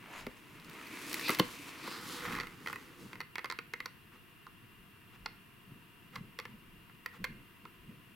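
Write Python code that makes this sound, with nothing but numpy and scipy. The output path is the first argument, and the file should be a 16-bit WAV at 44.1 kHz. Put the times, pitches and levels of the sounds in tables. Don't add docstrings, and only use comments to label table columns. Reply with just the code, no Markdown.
import sys
import numpy as np
from scipy import signal
from scipy.fft import rfft, irfft, next_fast_len
from scipy.io import wavfile

SR = 44100
rng = np.random.default_rng(int(sys.argv[2]) if len(sys.argv) > 2 else 0)


def store_pcm(level_fs):
    pcm = np.round(np.clip(level_fs, -1, 1) * 32767).astype(np.int16)
    wavfile.write(sys.argv[1], SR, np.atleast_2d(pcm).T)


N = 359415
TIME = np.arange(N) / SR
FFT_SIZE = next_fast_len(N)


# t/s at full speed, rise/s per 10 dB, hold/s, fall/s per 10 dB,
# rasp level/dB, hiss level/dB, drone level/dB
STROKES = [(0.18, .14, .03, .035, -48.5, -58, -61), (1.152, .5, .18, 0.18, -47.5, -48, -50),
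           (1.315, .02, 0.022, 0.01, -42, -48, -51), (1.463, .08, .1, 0.65, -56.5, -53.5, -56.5),
           (1.869, 0.2, 0.065, .15, -47, -53.5, -52), (2.093, 0.19, 0.066, 0.25, -50, -48.5, -54),
           (2.254, 0.12, 0.12, 0.07, -43.5, -63, -51.5), (2.685, 0.15, .04, 0.25, -56, -60, -57),
           (3.006, .05, 0.03, .1, -64, -60.5, -56)]
# f/Hz, relative level/dB
LID_RASP = [(450, -33), (620, -5.5), (780, -11), (950, -0.5), (1250, -1.5), (1600, -3.5), (2050, -1.5),
            (2600, -2), (3300, -11), (4200, -15), (6000, -33), (9000, -31)]
ASIDE_RASP = [(400, -25), (490, 7), (600, -33), (730, -6.5), (900, -0.5), (1250, 4), (1650, -1),
              (2050, -0.5), (2350, -5), (3300, -8.5), (4300, -12.5), (5600, -18), (9000, -24)]
FINE_HISS = [(1500, -7), (3500, 6), (5000, 4.5), (7000, 2), (9000, 1), (12000, 0), (16000, -7)]
PANEL_DRONE = [(40, -26), (120, -13.5), (220, -5.5), (300, 2.5), (360, -3.5), (480, -7.5), (600, -23),
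               (1200, -41)]

def sliding_lid(aside_s=1.88, sticks_s=2.23, rest_s=3.25, hiss_exponent=1.85, drone_exponent=1.33):
    aside = np.clip((TIME - aside_s) / .11 + .5, 0, 1)
    sticking = np.clip((TIME - sticks_s) / .04 + .5, 0, 1)
    on_box = colour(fibres(2500, size_db=4, smooth=1, flutter_db=.85, flutter_hz=95), LID_RASP)
    pushed = colour(fibres(5000, size_db=1.5, smooth=.94, flutter_db=.55, flutter_hz=90), ASIDE_RASP)
    pushed *= 1 - sticking + sticking * chatter()
    rasp = np.sqrt(1 - aside) * on_box * pan(.8) + np.sqrt(aside) * pushed * pan(-1.2)
    hiss = colour(fibres(5000, size_db=3, smooth=1, flutter_db=1, flutter_hz=47), FINE_HISS, spread=.82)
    drone = colour(noise(), PANEL_DRONE)
    power = amp([[-64.5], [-69.5], [-63]]) ** 2
    for peak_s, rise_s, hold_s, fall_s, *levels_db in STROKES:
        before = np.maximum(peak_s - TIME, 0) / rise_s
        after = np.maximum(TIME - peak_s - hold_s, 0) / fall_s
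        speed = np.maximum(amp(-10 * (before + after)), 1e-6)
        gains = amp(levels_db)[:, None] * [speed, speed ** hiss_exponent, speed ** drone_exponent]
        power = power + gains ** 2
    pressure = amp(wander(hz=14)) * np.clip((rest_s - TIME) / .12, 0, 1)
    return pressure * sum(gain * layer for gain, layer in zip(np.sqrt(power), (rasp, hiss, drone)))


def fibres(per_s, size_db, smooth, flutter_db, flutter_hz):
    snapping = rng.random(N) < per_s / SR
    snaps = snapping * amp(size_db * np.minimum(rng.exponential(1, N), 4))
    return (unit(snaps * noise()) + smooth * noise()) * amp(flutter_db * wander(flutter_hz))


def chatter(per_s=120, unevenness=.45, depth_db=12):
    slips = np.cumsum(per_s * np.exp(unevenness * wander(hz=150))) / SR
    return unit(amp(-depth_db * (slips % 1)))


# t/s at the peak, half length/s, level/dB, f/Hz, relative half bandwidth
SWISHES = [(0.177, 0.054, -63.5, 6840, 0.079), (0.15, 0.105, -55.5, 720, 0.81),
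           (0.207, 0.035, -60.5, 4300, .25), (0.96, .12, -53.5, 2130, .2), (1.269, 0.037, -43, 4180, 0.15),
           (1.276, 0.054, -42.5, 2520, 0.079), (1.3995, .002, -23.5, 2830, 0.1),
           (1.62, .1, -54.5, 2430, 0.13), (1.918, 0.11, -52, 4420, 0.17), (2.145, 0.099, -52, 3760, 0.24),
           (3.86, .0015, -42, 5000, .16), (5.2618, .0015, -37.5, 4700, .1)]

def swishes(apart=.28):
    out = np.zeros((2, N))
    for s, half, db, hz, width in SWISHES:
        t = np.arange(max(-2.5 * half, -s), 2.5 * half, 1 / SR)
        rub = rng.standard_normal(len(t)) + apart * rng.standard_normal((2, len(t)))
        band = filtered(rub, [hz / (1 + width), hz * (1 + width)], "band")
        add(out, s + t[0], amp(db) * unit(band) * np.exp(-(t / half) ** 2))
    return out


# t/s, level/dB, upper over lower modes/dB, snap/dB and edge/dB re level, skid/s
CATCHES = [(0.267, -43.5, 3, -10, -14.5, 0.0012), (0.599, -62, -2, 2, -5, .001),
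           (0.646, -62, 0, 2, -3, .0011), (0.697, -65, 5, 8, 6, 0.0013), (0.867, -51.5, 8, -3, -8, 0.006),
           (1.13, -47, 17, 4.5, 3, .0005), (1.1423, -36.5, 26, -3, -3.5, 0.0011),
           (1.196, -44, 14, -3, -5, 0.0012), (1.2112, -45, 19, -4, -11, .0014),
           (1.2811, -36, 3, -3, -5, 0.0053), (1.2929, -26.5, 0, -9, -13, 0.0018),
           (1.304, -32.5, -3, -7, -6.5, .0012), (1.347, -41, 17, 0, -5, 0.0025),
           (1.3874, -39.5, 13, -4, -4, .0018), (1.393, -36.5, -1, -5, -4, 0.0024),
           (1.3971, -24, -7, -5, -12, .0016)]

def catches():
    out = np.zeros((2, N))
    for s, level_db, upper_db, snap_db, edge_db, skid_s in CATCHES:
        add(out, s, slip(level_db, upper_db, snap_db, edge_db, pan_db=0, skid_s=skid_s, ring=.75))
    return out


# t/s, peak level/dB, pitch factor, low-pass f/Hz
KNOCKS = [(0.266, -32, 1.25, 2200), (1.2939, -24.5, 1.25, 1800), (1.3039, -37, 1.07, 1200),
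          (1.3971, -17.5, 0.98, 1500), (1.876, -37, 1.1, 900), (5.712, -42.5, .9, 130),
          (6.205, -44, 1.1, 200), (7.196, -44, 0.948, 180), (7.309, -47, .85, 180)]
# f/Hz, relative level/dB, T60/s
CAVITY_MODES = [(114, -1.5, 0.042), (192, 4, 0.064), (240, -1.5, 0.034), (320, 0, 0.083),
                (402, -4.5, 0.072), (496, -1, 0.033), (607, -11, 0.025), (684, -6, 0.023)]

def knocks(rise_s=.00094, leak_hz=120):
    out, t = np.zeros((2, N)), np.arange(SR // 4) / SR
    for s, peak_db, pitch, soft_hz in KNOCKS:
        ring = sum((-1) ** k * amp(db - 60 * t / t60) * np.sin(2 * np.pi * hz * pitch * t)
                   for k, (hz, db, t60) in enumerate(CAVITY_MODES))
        ring = filtered(ring * (1 - np.exp(-t / rise_s)), leak_hz, "high", order=3)
        ring = filtered(ring, soft_hz, "low")
        add(out, s, amp(peak_db) * ring / abs(ring).max() * pan(1.2))
    return out


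def judder(start_s=2.21, end_s=2.46, per_s=34):
    out = np.zeros((2, N))
    for s in np.arange(start_s, end_s, 1 / per_s):
        size, place, late = rng.uniform(-1, 1, 3)
        jerk = slip(level_db=-45 + 2 * size, upper_db=2 + 4 * place, snap_db=-14, edge_db=-20)
        add(out, s + .5 * late / per_s, jerk)
    return out


# t/s, level/dB, upper over lower modes/dB, snap/dB and edge/dB re level,
# boost of the lowest mode/dB, delay of a second slip/s (0 for none)
CREAKS = [(1.8755, -43.5, -4, -13, -20, 1, 0.001), (2.2523, -39, 8, -13, -24, 0, 0.011),
          (2.352, -40, 17, -12, -19, 0, 0.02), (2.386, -40, -5, -17, -22, 0, 0.0015),
          (2.4, -36.5, 5, -6.5, -23, 4, 0.0078), (2.4702, -45, 9, -13, -14, 0, 0),
          (2.6609, -40, 7, -21, -21, 2, 0.00065), (2.6729, -36.3, 3, -10.5, -21, 0, .011),
          (2.698, -43, -8, -15, -22, 0, 0.0013), (2.729, -37.5, 2.5, -21, -17, 0, 0.001),
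          (2.7586, -40.5, 4, -18, -19, 0, 0), (3.1313, -44.5, 1, -13.5, -23, 0, 0.024),
          (3.2044, -38, 2.5, -8.5, -20, 1, 0.0083), (3.3558, -39, 7, -10, -21, -1, 0.00026),
          (3.3823, -36.3, 4, -12.5, -27, -3, .0095), (3.4449, -36.5, -0.5, -11, -22, -3, 0.012),
          (3.5, -37, 2, -5, -29, -1, .0124), (3.523, -41, 0, -8, -17, -1, 0.001),
          (3.5886, -37, 3, -10.5, -26, 4, 0), (3.7367, -35, 7.5, -11, -21, 6, 0),
          (3.8032, -39, 6, -12.5, -22, 0, 0.00039), (3.858, -39.5, -3, -6, -16, 1, 0),
          (4.467, -47.5, -23, -16, -29, -6, 0), (5.2597, -37.5, -3, -8, -29, -5, 0.0014),
          (6.1568, -44, 10, -6, -19, 0, 0), (6.1605, -42.5, -1.5, -10, -25, 9, 0.00044),
          (6.3888, -38.5, 1.5, -6.5, -18, 9.5, 0.01), (6.4538, -43.5, 2, -11, -24, 7, 0),
          (6.897, -55.5, -3, -19, -24, -2, 0), (7.0606, -36, 8, -11.5, -16, 2, 0),
          (7.242, -33.5, 12, -10, -17, 0, 0), (7.244, -36, 4, -8.5, -18, 3, 0.0055),
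          (7.653, -46.5, -9, -17, -30, -4, 0)]

def creaks(second_slip_db=-4.5):
    out = np.zeros((2, N))
    for s, level_db, *touch, again_s in CREAKS:
        add(out, s, slip(level_db, *touch))
        if again_s:
            add(out, s + again_s, slip(level_db + second_slip_db, *touch))
    return out


# f/Hz, relative level/dB, T60/s
PANEL_MODES = [(492, -11, 0.067), (907, -7, 0.024), (1061, -2.5, 0.035), (1237, -4, 0.034),
               (1398, -4, 0.03), (1840, 2.5, 0.023), (1970, 1, 0.025), (2079, 7.5, 0.024),
               (2444, -1, 0.025), (2567, -4, 0.029), (3204, -2.5, 0.012), (3860, -2, 0.0073),
               (4370, -4.5, 0.0095), (4560, -5.5, 0.0088), (5230, -12.5, 0.0044), (5710, -18.5, 0.014),
               (7200, -26, 0.0075)]

def slip(level_db, upper_db, snap_db, edge_db, body_db=0, pan_db=-1.8, skid_s=.00125, ring=1):
    t = np.arange(4096) / SR
    hz, db, t60 = np.transpose(PANEL_MODES)[:, :, None]
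    lower, high = hz < 1550, hz > 3000
    size, detune, phase = rng.standard_normal((3, len(PANEL_MODES), 1))
    age = t[:1024] / skid_s
    force = .62 * rng.standard_normal((len(PANEL_MODES), len(age)))
    force *= np.exp(-age) * (1 - np.exp(-4 * age))
    force[:, 0] = 1
    hardness_db = .94 * (snap_db + 17.5) * np.log2(hz / 4000)
    db = db + .9 * size + high * hardness_db
    db[0] += body_db
    stereo_turns = np.array([-.039, .039])[:, None, None] * phase
    turns = hz * (1 + .028 * detune) * t + stereo_turns
    free = amp(db - 60 * t / (ring * t60)) * np.sin(2 * np.pi * turns)
    driven = signal.fftconvolve(free, force[None], axes=2)[:, :, :len(t)]
    driven *= np.linalg.norm(free, axis=2, keepdims=True) / np.linalg.norm(driven, axis=2, keepdims=True)
    bands = [radiate((driven * band).sum(1)) for band in (lower, ~lower & ~high, high)]
    fade = np.exp(-t / (1.5 * skid_s)) * (1 - np.exp(-5 * t / skid_s))
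    crack = rng.standard_normal(len(t)) + .53 * rng.standard_normal((2, len(t)))
    edge = filtered(crack * fade, [10000, 15500], "band")
    share = 1 / np.hypot(1, amp(upper_db))
    gains = [share * amp(-.2), share * amp(upper_db), amp(snap_db), amp(edge_db)]
    sound = sum(gain * unit(part) for gain, part in zip(gains, bands + [edge]))
    sound *= np.sqrt(.007 * SR / len(t))
    return sound * amp(level_db) * pan(pan_db)


def radiate(x, bass_hz=330, gap_hz=665):
    x = filtered(x, bass_hz, "high")
    gap = x - signal.lfilter(*signal.iirnotch(gap_hz, Q=1.4, fs=SR), x)
    return x - .73 * gap


# t/s at the middle, half length/s, bump level/dB, sway level/dB
GRIP_SHIFTS = [(0.242, .07, -64, -58.5), (0.55, .06, -59.5, -80), (0.694, .03, -55, -76),
               (0.91, 0.035, -57, -82), (1.43, 0.057, -51, -65), (2.06, 0.11, -54, -80),
               (2.36, 0.13, -49.5, -57.5), (2.68, 0.23, -58.5, -79), (3.038, 0.051, -52, -77),
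               (3.163, 0.046, -55, -72), (4.81, 0.046, -78, -61), (5.25, 0.076, -62.5, -58.5),
               (5.725, 0.078, -56, -74), (6.22, .085, -50.5, -63), (6.524, 0.081, -55, -66),
               (6.716, 0.14, -61, -65), (7.213, .03, -49, -58), (7.32, .09, -54, -57),
               (7.665, 0.049, -60, -75), (7.83, .04, -63, -61), (7.91, 0.074, -55.5, -74)]
# f/Hz, relative level/dB
BUMP = [(30, -39), (70, -17), (110, -1), (190, 2.5), (260, -4), (350, -12), (500, -18.5), (1000, -51)]
SWAY = [(12, -10), (28, -2), (50, -4), (80, -21), (200, -36), (600, -72)]

def handling(tremble_bump_db=-66, tremble_sway_db=-79.5, lumpy_db=2):
    bump_power, sway_power = amp(tremble_bump_db) ** 2, amp(tremble_sway_db) ** 2
    for s, half, bump_db, sway_db in GRIP_SHIFTS:
        swell = np.exp(-np.minimum(abs(TIME - s) / half, 10) ** 2)
        bump_power += (amp(bump_db) * swell) ** 2
        sway_power += (amp(sway_db) * swell) ** 2
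    bumps = colour(noise() * amp(lumpy_db * wander(hz=18)), BUMP)
    return bumps * np.sqrt(bump_power) + colour(noise(), SWAY) * np.sqrt(sway_power)


# t/s, length/s, level/dB
BRUSHES = [(4.108, 0.076, -61), (5.114, 0.064, -59), (6.117, 0.087, -55), (7.122, 0.064, -56)]

def brushes():
    swells = sum(amp(db) * np.sin(np.pi * np.clip((TIME - s) / length, 0, 1))
                 for s, length, db in BRUSHES)
    return swells * colour(noise(), ASIDE_RASP)


def room(x, crossfade_s=1.9, count=3):
    shares = [np.cos(np.pi * (TIME / crossfade_s + k / count)) * np.sqrt(2 / count)
              for k in range(count)]
    return sum(signal.oaconvolve(x * share, reflections(), axes=1)[:, :N] for share in shares)


# f/Hz, T60/s
ROOM_DECAY = [(100, 0.17), (400, 0.23), (1000, 0.39), (2200, 0.45), (5000, 0.4), (12000, 0.66)]

def reflections(gap_s=.005, early_db=5, early_s=.022, shared=.88, per_s=3000):
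    age = np.arange(SR // 3) / SR
    taps = rng.standard_normal((3, len(age))) * (rng.random((3, len(age))) < per_s / SR)
    taps = taps[:2] + shared * taps[2]
    taps *= (age > gap_s) * amp(early_db * np.exp(-age / early_s))
    hz, t, bands = signal.stft(taps, SR, nperseg=256)
    dull_db = -6 * np.clip(np.log2((hz[:, None] + 1) / 2700), 0, 2)
    decay_db = -60 * t / read(ROOM_DECAY, hz)[:, None]
    tail = signal.istft(bands * amp(dull_db + decay_db), SR, nperseg=256)[1]
    return tail / np.linalg.norm(tail[0])


# f/Hz, relative level/dB
ROOM_AIR = [(15, -25), (30, -9.5), (60, -16.5), (100, -3.5), (160, -8.5), (250, -12), (340, -9.5),
            (450, -16.5), (590, -29), (700, -16.5), (790, -30), (960, -13.5), (1400, -17), (2050, -16),
            (2600, -44), (4000, -67)]
MIC_HISS = [(1800, -25), (2350, 0.5), (2600, 0.5), (2790, 9.5), (2950, -2), (3200, -2.5), (3800, -10),
            (5200, -15), (6500, -20), (8000, -17), (10000, -13), (13000, -10.5), (16000, -14.5)]

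def background(air_db=-61.5, hiss_db=-63.5):
    air = amp(air_db) * colour(noise(), ROOM_AIR, spread=2.25)
    hiss = amp(hiss_db) * colour(noise(), MIC_HISS, spread=1.57)
    return (air + hiss) * pan(1.2)


# f/Hz, correlation at spread 1
CORRELATION = [(30, 0.94), (150, 0.84), (500, 0.9), (2000, 0.82), (6000, 0.68), (14000, 0.74)]

def colour(drive, spectrum, spread=.76):
    hz = np.fft.rfftfreq(FFT_SIZE, 1 / SR)
    mid, side = rfft(drive, FFT_SIZE) * amp(read(spectrum, hz))
    same = np.clip(read(CORRELATION, hz), 0, 1)
    side *= spread * np.sqrt((1 - same) / (1 + same))
    return unit(irfft([mid + side, mid - side], FFT_SIZE)[:, :N])


def wander(hz):
    f = np.fft.rfftfreq(FFT_SIZE, 1 / SR)
    lowpass = np.exp(-np.minimum(f / hz, 10) ** 2)
    return unit(irfft(rfft(rng.standard_normal(FFT_SIZE)) * lowpass, FFT_SIZE)[:N])


def noise():
    return rng.standard_normal((2, N))


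def filtered(x, hz, kind, order=2):
    return signal.lfilter(*signal.butter(order, hz, kind, fs=SR), x)


def amp(db):
    return 10 ** (np.asarray(db) / 20)


def pan(db):
    return amp([[db / 2], [-db / 2]])


def unit(x):
    return x / np.sqrt(np.mean(x ** 2) + 1e-20)


def read(points, hz):
    f, value = np.transpose(points)
    return np.interp(np.log(hz + 1), np.log(f + 1), value)


def add(mix, s, sound):
    part = mix[:, max(round(s * SR), 0):][:, :sound.shape[1]]
    part += sound[:, :part.shape[1]]


def scene():
    around = handling() + brushes() + background()
    box = amp(-.5) * sliding_lid() + swishes() + knocks()
    box += amp(.5) * catches() + amp(.44) * creaks() + judder()
    return box + amp(-16) * room(box) + around


def record(dry, cutoff_hz=16100):
    lowpass = signal.firwin(511, cutoff_hz, window=("kaiser", 9), fs=SR)
    return signal.oaconvolve(dry, lowpass[None], "same")


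dry = scene()
out = record(dry)
store_pcm(out)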